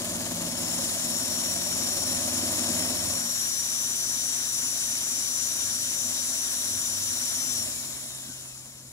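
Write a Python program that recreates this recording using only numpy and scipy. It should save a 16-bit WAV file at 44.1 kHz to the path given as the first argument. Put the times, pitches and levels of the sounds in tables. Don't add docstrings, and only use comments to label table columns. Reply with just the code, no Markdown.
import sys
import numpy as np
from scipy import signal
from scipy.fft import rfft, irfft, next_fast_len
from scipy.io import wavfile
from scipy.ndimage import uniform_filter1d

SR = 44100
rng = np.random.default_rng(int(sys.argv[2]) if len(sys.argv) > 2 else 0)


def transcribe(u):
    v = np.clip(np.atleast_2d(u).T, -1, 1)
    q = np.round(v * 32767).astype(np.int16)
    wavfile.write(sys.argv[1], SR, q)


N = 393362
T = np.arange(N) / SR

# (time [s], speed [turns per s])
MOTOR_SPEED = [(0, 367), (.45, 363.6), (.62, 362.7), (.8, 362.4), (1.1, 368.6), (1.2, 372.8), (1.45, 376.6),
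               (1.7, 378.4), (2.0, 376), (2.3, 374), (2.6, 370), (2.82, 368.7), (3.0, 370.8), (3.4, 387),
               (3.6, 390.8), (3.8, 393), (4.2, 394), (4.5, 392.8), (4.8, 393.9), (5.1, 393.9), (5.5, 392),
               (5.75, 391.9), (5.9, 393.4), (6.1, 392.9), (6.3, 393.3), (6.65, 391.8), (7.05, 391.9),
               (7.3, 390.4), (7.56, 389.7)]
# (time [s], level [dB])
BLADE_LEVEL = [(0, -39), (.55, -38.5), (.7, -35.5), (.82, -39), (1.0, -39), (1.12, -34.5), (1.5, -32.5),
               (2.1, -32.5), (2.32, -37), (2.75, -33.5), (3.0, -35), (3.32, -30.5), (4.2, -29.5), (5, -31),
               (5.3, -29.5), (5.9, -31.5), (6.7, -31), (7, -33), (7.35, -30.5), (7.56, -31)]
# (multiple [-], left level [dB], right level [dB], change under full load [dB])
POWERED_TONES = [(1, -36, -36, 0), (6, -31, -37, 0), (8, -25, -29, 0), (12, -23, -30, 2),
                 (14, -14, -29, -7), (15, 0, -13, 0), (30, -28, -24, 0)]
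# (time [s], added level [dB])
RIGHT_OVERTONE = [(.5, 9), (1, 9), (1.4, 3), (1.8, 9), (2.6, 6), (3.4, 12), (4, 7), (4.3, 0), (5, -3),
                  (5.5, 0), (7.56, 3)]
# (multiple of motor speed [-], left level [dB], right level [dB],
# loudest time [s], loss one second away [dB])
COASTING_TONES = [(7, -58, -61, 7.7, 250), (7, -63, -63.5, 8.27, 45), (8, -61, -65, 7.95, 120),
                  (14, -62, -65, 8.3, 40), (15, -51, -54, 8.06, 140), (30, -57, -64, 8.25, 50)]
# (frequency [Hz], relative level [dB per Hz])
LEFT_HISS = [(300, -27), (800, -22), (1700, -14.5), (2000, -17.5), (2850, -15.5), (3150, -11.5),
             (3550, -13.5), (3750, -6.5), (4100, -10.5), (4700, -10.5), (4830, -12.5), (5500, -1.5),
             (6300, -5.5), (7050, 3), (8000, -6), (8600, -12.5), (9050, -8.5), (9800, -18.5), (10600, -19),
             (12300, -23.5), (14300, -18), (15500, -22)]
RIGHT_HISS = [(300, -33), (1000, -17.5), (1300, -20), (1700, -17.5), (2300, -20.5), (3150, -14),
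              (3850, -15), (4300, -13), (4700, -15), (5400, -13), (5800, -14), (6500, -19.5), (6900, -6),
              (7600, -19.5), (8450, -8), (9300, -8.5), (10000, -3.5), (10500, -1.5), (11000, -7),
              (12200, -10), (12700, -15), (15500, -21.5)]
# (frequency [Hz], likeness [0-1])
PORT_LIKENESS = [(100, 0.85), (300, 0.82), (700, 0.5), (1500, 0.94), (3000, 0.83), (3700, 0.56),
                 (4500, 0.59), (7000, 0.03), (15000, 0.1)]
# (time [s], rumble level [dB])
RUMBLE_LEVEL = [(0, -39.5), (.7, -40), (1.1, -41.5), (1.6, -41), (2.7, -38), (3.15, -40.5), (3.3, -47.5),
                (3.5, -50.5), (5.9, -50.5), (7.56, -49)]
# (frequency [Hz], basic width [Hz], relative level [dB])
BODY_MODES = [(175.2, 26, -7), (235.9, 19.4, -1), (252.5, 17.5, -0.5), (317.5, 34.5, -4.5), (342.4, 39, -8),
              (378, 30, -17), (572.8, 46, -5), (608.7, 42, -3.5), (655.7, 75, -2), (940, 270, -9.5)]
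# (frequency [Hz], level [dB])
BODY_LEAN = [(400, 0), (620, 0.5), (950, 3.5)]
THUMP_ORDERS = [2, 3, 4, 5, 6, 7]
THUMP_LEVELS = [-14, -5.5, 5, 10, -1, -2.5]
# (multiple [-], relative level loaded [dB], relative level running light [dB])
BOARD_TONES = [(8, -13, -16), (9, -3, -15), (10, -8, -13), (11, -9, -6), (12, 0, -2), (13, -2, -1),
               (14, -10, -16), (16, -7, -15), (17, -9, -13), (18, -8, -18), (20, -13, -20)]
# (multiple [-], center [s], half length [s], change [dB])
SPINDLE_SWELLS = [(3, .3, 1.0, 6), (4, .1, 0.63, -4), (4, 1.9, 1.0, 3.5), (4, 4.3, .9, -5),
                  (5, 1.5, 1.1, -2), (5, 2.5, .45, 3), (5, 6.7, 0.83, 4.5), (9, 0.22, .5, 5.5),
                  (9, 1.51, 0.32, 7.5), (9, 2.2, .35, -9), (9, 3.3, .15, 13), (6, .2, .6, 9),
                  (7, .4, .7, 7), (12, 0.14, .4, 3), (12, 7.2, 0.19, 9.5), (13, 8.3, .35, 10),
                  (16, 2.6, 0.36, 6.5), (18, 2.7, 0.31, 5)]
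# (frequency [Hz], left [dB per Hz], right [dB per Hz])
TEETH_COLOR = [(406, -4, -16), (834, 1.5, -2.5), (1390, -5, -4.5), (2780, -1.5, -5.5), (5700, 2.5, -1.5),
               (6760, 9, -9.5), (9700, -4, 2), (12700, -15, -4), (15500, -10, -23)]
# (frequency [Hz], width [Hz], left level [dB], right level [dB])
TICK_MODES = [(1714, 72, -10, -7.5), (3110, 110, -0.5, -11), (4470, 350, -2.5, -6), (9670, 210, -10, 8),
              (10900, 250, -20, 2), (12100, 300, -14, 3), (13400, 600, -10, 1)]
# (time [s], half length [s], rumble change [dB], thump change [dB])
BOARD_JOLTS = [(3.1, 0.11, 0.5, 5), (5.277, 0.092, 1, 5), (5.64, .15, 0.5, 6), (6.073, 0.048, 6, 6),
               (6.714, 0.093, 1.5, 7), (7.05, 0.11, -2, 6), (7.628, 0.093, 4.5, 10), (7.857, .03, 3, 2),
               (8.2, 0.28, 0.5, 0)]
# (time [s], level [dB])
BOARD_KNOCKS = [(7.609, -41), (8.056, -41), (8.288, -37.5), (8.299, -38), (8.676, -48)]
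# (time [s], level [dB])
HUM_LEVEL = [(0, -57), (4.3, -56), (4.8, -57), (5.8, -59), (6.4, -63), (7, -63), (7.5, -55), (8.92, -55.5)]
# (frequency [Hz], relative level [dB per Hz])
OUTDOOR_COLOR = [(33, -36), (48, 6), (80, 9.5), (150, 3), (500, -7), (1500, -32), (16000, -37)]

RELEASE_S = 7.56
DRAG_PER_S = 0.635
FRICTION_TURNS = 60
BLADES = 15
GEAR = 19.2
LAG = 6.4
AIR_DB, AIR_LOADED_DB = -29, -1.26
FLICKER_DB, FLICKER_LOADED_DB = 0.2, 1
THUMP_DB, CHATTER_DB = -9, 6
UPPER_HZ, UPPER_LOADED_DB = 450, 2
AIR_SPEED_LAW, RUMBLE_SPEED_LAW, THUMP_SPEED_LAW = 1.87, 0.99, 2.2
BOARD_TONE_SPEED_LAW, UPPER_SPEED_LAW = 6.5, 0.39
KNOCK_DAMPING = 2.2
KNOCK_DULL_DB, KNOCK_RISE_S = -7, 0.004
HUM_HZ, HUM_WANDER_HZ = 129.2, 3.2
OUTDOORS_DB = -59
EDGE_HZ = 15760


def armature():
    powered = uniform_filter1d(curves(MOTOR_SPEED)[0], size=3500, mode="nearest")
    kept = np.exp(-DRAG_PER_S * np.maximum(T - RELEASE_S, 0))
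    speed = (powered + FRICTION_TURNS) * kept - FRICTION_TURNS
    return speed, 20 * np.log10(speed / powered)


def whine(speed):
    turns = np.cumsum(speed * (1 + 0.00025 * drift(hz=30))) / SR
    turns = np.array([turns, turns - speed * LAG / SR])
    return np.sqrt(2) * (powered_tones(turns) + coasting_tones(turns))


def powered_tones(turns):
    blade_db = curves(BLADE_LEVEL)[0] + ramp(0.3, 0.49, 23) - 23
    blade_db += ramp(7.625, 7.74, -48)
    spindle_db = 0.55 * np.cos(2 * np.pi * turns / GEAR)
    out = np.zeros((2, N))
    for order, left_db, right_db, loaded_db in POWERED_TONES:
        side_db = np.array([left_db + 0 * T, right_db + 0 * T])
        if order == 2 * BLADES:
            side_db[1] += curves(RIGHT_OVERTONE)[0]
        waver_db = 0.88 * drift(hz=15.4) + spindle_db
        if order != BLADES:
            waver_db = waver_db + 2.5 * drift(hz=2.5) + ramp(7.56, 7.62, -10)
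        level_db = blade_db + side_db + loaded_db * strain() ** 2 + waver_db
        out += amp(level_db) * np.sin(2 * np.pi * order * turns)
    return out


def coasting_tones(turns):
    loose = np.clip((T - RELEASE_S) / 0.13, 0, 1)
    out = np.zeros((2, N))
    for order, left_db, right_db, loudest, loss_db in COASTING_TONES:
        level_db = np.array([[left_db], [right_db]]) - loss_db * (T - loudest) ** 2
        level_db = level_db + 2.8 * drift(hz=12)
        out += loose * amp(level_db) * np.sin(2 * np.pi * order * turns)
    return out


def air(slowed_db):
    hiss = ports(*rng.standard_normal((2, N)), LEFT_HISS, RIGHT_HISS)
    z = signal.stft(hiss, nperseg=512, noverlap=384)[2]
    patches = uniform_filter1d(rng.standard_normal(z.shape[1:]), size=12, axis=0)
    patches = evened(uniform_filter1d(patches, size=14, axis=1))
    hiss = signal.istft(z * amp(1.08 * patches), nperseg=512, noverlap=384)[1][:, :N]
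    level_db = AIR_DB + AIR_LOADED_DB * strain() + AIR_SPEED_LAW * slowed_db
    level_db += ramp(0.37, 0.81, 8.5) - 8.5
    level_db += (FLICKER_DB + FLICKER_LOADED_DB * strain() ** 2) * drift(hz=45)
    level_db += ramp(7.55, 7.8, -1.1)
    return amp(level_db) * evened(hiss)


def winch(speed, slowed_db):
    chatter_db, rumble_db, thump_db = shaking(slowed_db)
    spindle = np.cumsum(speed * (1 + 0.0027 * drift(hz=7.2))) / SR / GEAR
    body = grinding(spindle, slowed_db)
    body = body + amp(-4 + BOARD_TONE_SPEED_LAW * slowed_db) * board_hum(spindle)
    out = amp(rumble_db) * body + amp(thump_db) * thump(spindle)
    return out + amp(chatter_db) * chatter(spindle)


def strain():
    return np.clip((curves(RUMBLE_LEVEL)[0] + 54) / 14, 0.3, 1)


def shaking(slowed_db):
    jolts = sum(np.outer(changes_db, np.exp(-((T - s) / length) ** 2))
                for s, length, *changes_db in BOARD_JOLTS)
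    rumble_db = curves(RUMBLE_LEVEL)[0]
    steady_db = rumble_db + RUMBLE_SPEED_LAW * slowed_db
    thump_db = rumble_db + THUMP_DB + jolts[1] + THUMP_SPEED_LAW * slowed_db + 1.1 * drift(hz=3)
    return steady_db + CHATTER_DB, steady_db + jolts[0], thump_db


def grinding(spindle, slowed_db):
    grind_db = 0.33 * drift(hz=7.7) + 1.5 * strain() * drift(hz=35)
    grind_db += 0.98 * np.cos(2 * np.pi * spindle)
    grind = amp(grind_db) * rng.standard_normal((2, N))
    upper_db = UPPER_LOADED_DB * (strain() - 0.5) + UPPER_SPEED_LAW * slowed_db
    rung = np.zeros((2, N))
    for hz, width, db in BODY_MODES:
        wide = 1.33 * width
        ring = resonate(resonate(grind, hz, wide), hz, wide) / np.sqrt(width)
        rung += amp(db + (hz > UPPER_HZ) * upper_db) * ring
    return ports(*rung, BODY_LEAN, np.array(BODY_LEAN) * [1, -1])


def board_hum(spindle):
    heavy = (strain() - 0.3) / 0.7
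    levels_db = [light_db + (loaded_db - light_db) * heavy for _, loaded_db, light_db in BOARD_TONES]
    return wobble(spindle, np.array(BOARD_TONES)[:, 0], levels_db, waver_db=2.2)


def thump(spindle):
    return wobble(spindle, THUMP_ORDERS, THUMP_LEVELS, waver_db=1.5) * amp([[-0.8], [0.8]])


def wobble(spindle, orders, levels_db, waver_db):
    out = np.zeros(N)
    for order, level_db in zip(orders, levels_db):
        swell_db = sum(db * np.exp(-((T - s) / length) ** 2)
                       for k, s, length, db in SPINDLE_SWELLS if k == order)
        tone = np.sin(2 * np.pi * (order * spindle + rng.random()))
        out += amp(level_db + swell_db + waver_db * drift(hz=3.4)) * tone
    return evened(out)


def chatter(spindle):
    burst = amp(0.8 * np.cos(4 * np.pi * spindle) + 1.3 * np.cos(2 * np.pi * spindle))
    rattle = burst * amp(1.5 * drift(hz=300)) * rng.standard_normal((2, N))
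    color = np.array(TEETH_COLOR)
    return ports(*rattle, color[:, [0, 1]], color[:, [0, 2]]) + 0.36 * ticks(burst)


def ticks(burst):
    strikes = rng.random(N) < 450 * burst ** 2 / SR
    hit = amp(3 * np.minimum(rng.exponential(1, N), 4)) * strikes
    mode = rng.integers(0, len(TICK_MODES), N)
    out = np.zeros((2, N))
    for k, (hz, width, left_db, right_db) in enumerate(TICK_MODES):
        ring = resonate(hit * (mode == k), hz, width) / np.sqrt(width)
        out += amp([[left_db], [right_db]]) * ring
    return evened(np.array([out[0], np.roll(out[1], round(LAG))]))


def knocks():
    t = T[:SR // 10]
    ring = np.zeros(len(t))
    for hz, width, db in BODY_MODES:
        fade = np.exp(-np.pi * KNOCK_DAMPING * width * t)
        ring += amp(db + KNOCK_DULL_DB * np.log2(hz)) * fade * np.sin(2 * np.pi * hz * t)
    ring *= np.minimum(t / KNOCK_RISE_S, 1)
    s, db = np.transpose(BOARD_KNOCKS)
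    blows = np.zeros(N)
    blows[np.round(s * SR).astype(int)] = amp(db)
    return signal.oaconvolve(blows, ring / abs(ring).max())[:N]


def outdoors():
    turns = np.cumsum(HUM_HZ + 0.15 * drift(hz=HUM_WANDER_HZ)) / SR
    level_db = curves(HUM_LEVEL)[0] + 0.67 * drift(hz=HUM_WANDER_HZ)
    hum = np.sqrt(2) * np.sin(2 * np.pi * turns) * amp(level_db)
    background = ports(*rng.standard_normal((2, N)), OUTDOOR_COLOR, OUTDOOR_COLOR)
    return hum + amp(OUTDOORS_DB) * background


def ports(x, other, left, right):
    size = next_fast_len(N)
    hz = np.fft.rfftfreq(size, 1 / SR)
    alike = np.clip(read(PORT_LIKENESS, hz), 0, 1)
    a, b = rfft(x, size), rfft(other, size)
    late = a * np.exp(-2j * np.pi * hz * LAG / SR)
    b = alike * late + np.sqrt(1 - alike ** 2) * b
    both = np.array([a * amp(read(left, hz)), b * amp(read(right, hz))])
    return evened(irfft(both, size)[:, :N])


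def resonate(x, hz, width):
    r = np.exp(-np.pi * width / SR)
    return 2 * signal.lfilter([1 - r], [1, -r * np.exp(2j * np.pi * hz / SR)], x).real


def drift(hz):
    low = signal.butter(2, hz, fs=SR, output="sos")
    return evened(signal.sosfilt(low, rng.standard_normal(N)))


def ramp(start, end, db):
    return db * np.clip((T - start) / (end - start), 0, 1)


def curves(rows):
    s, *columns = np.transpose(rows)
    return [np.interp(T, s, c) for c in columns]


def read(points, hz):
    f, value = np.transpose(points)
    return np.interp(np.log(hz + 1), np.log(f + 1), value)


def evened(x):
    return x / np.sqrt(np.mean(x ** 2) + 1e-20)


def amp(db):
    return 10 ** (np.asarray(db) / 20)


def scene():
    speed, slowed_db = armature()
    drill = whine(speed) + air(slowed_db)
    return drill + winch(speed, slowed_db) + knocks() + outdoors()


def record(dry):
    low_pass = signal.firwin(2047, EDGE_HZ, window=("kaiser", 9), fs=SR)
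    return signal.oaconvolve(dry, low_pass[None], "same")


dry = scene()
out = record(dry)
transcribe(out)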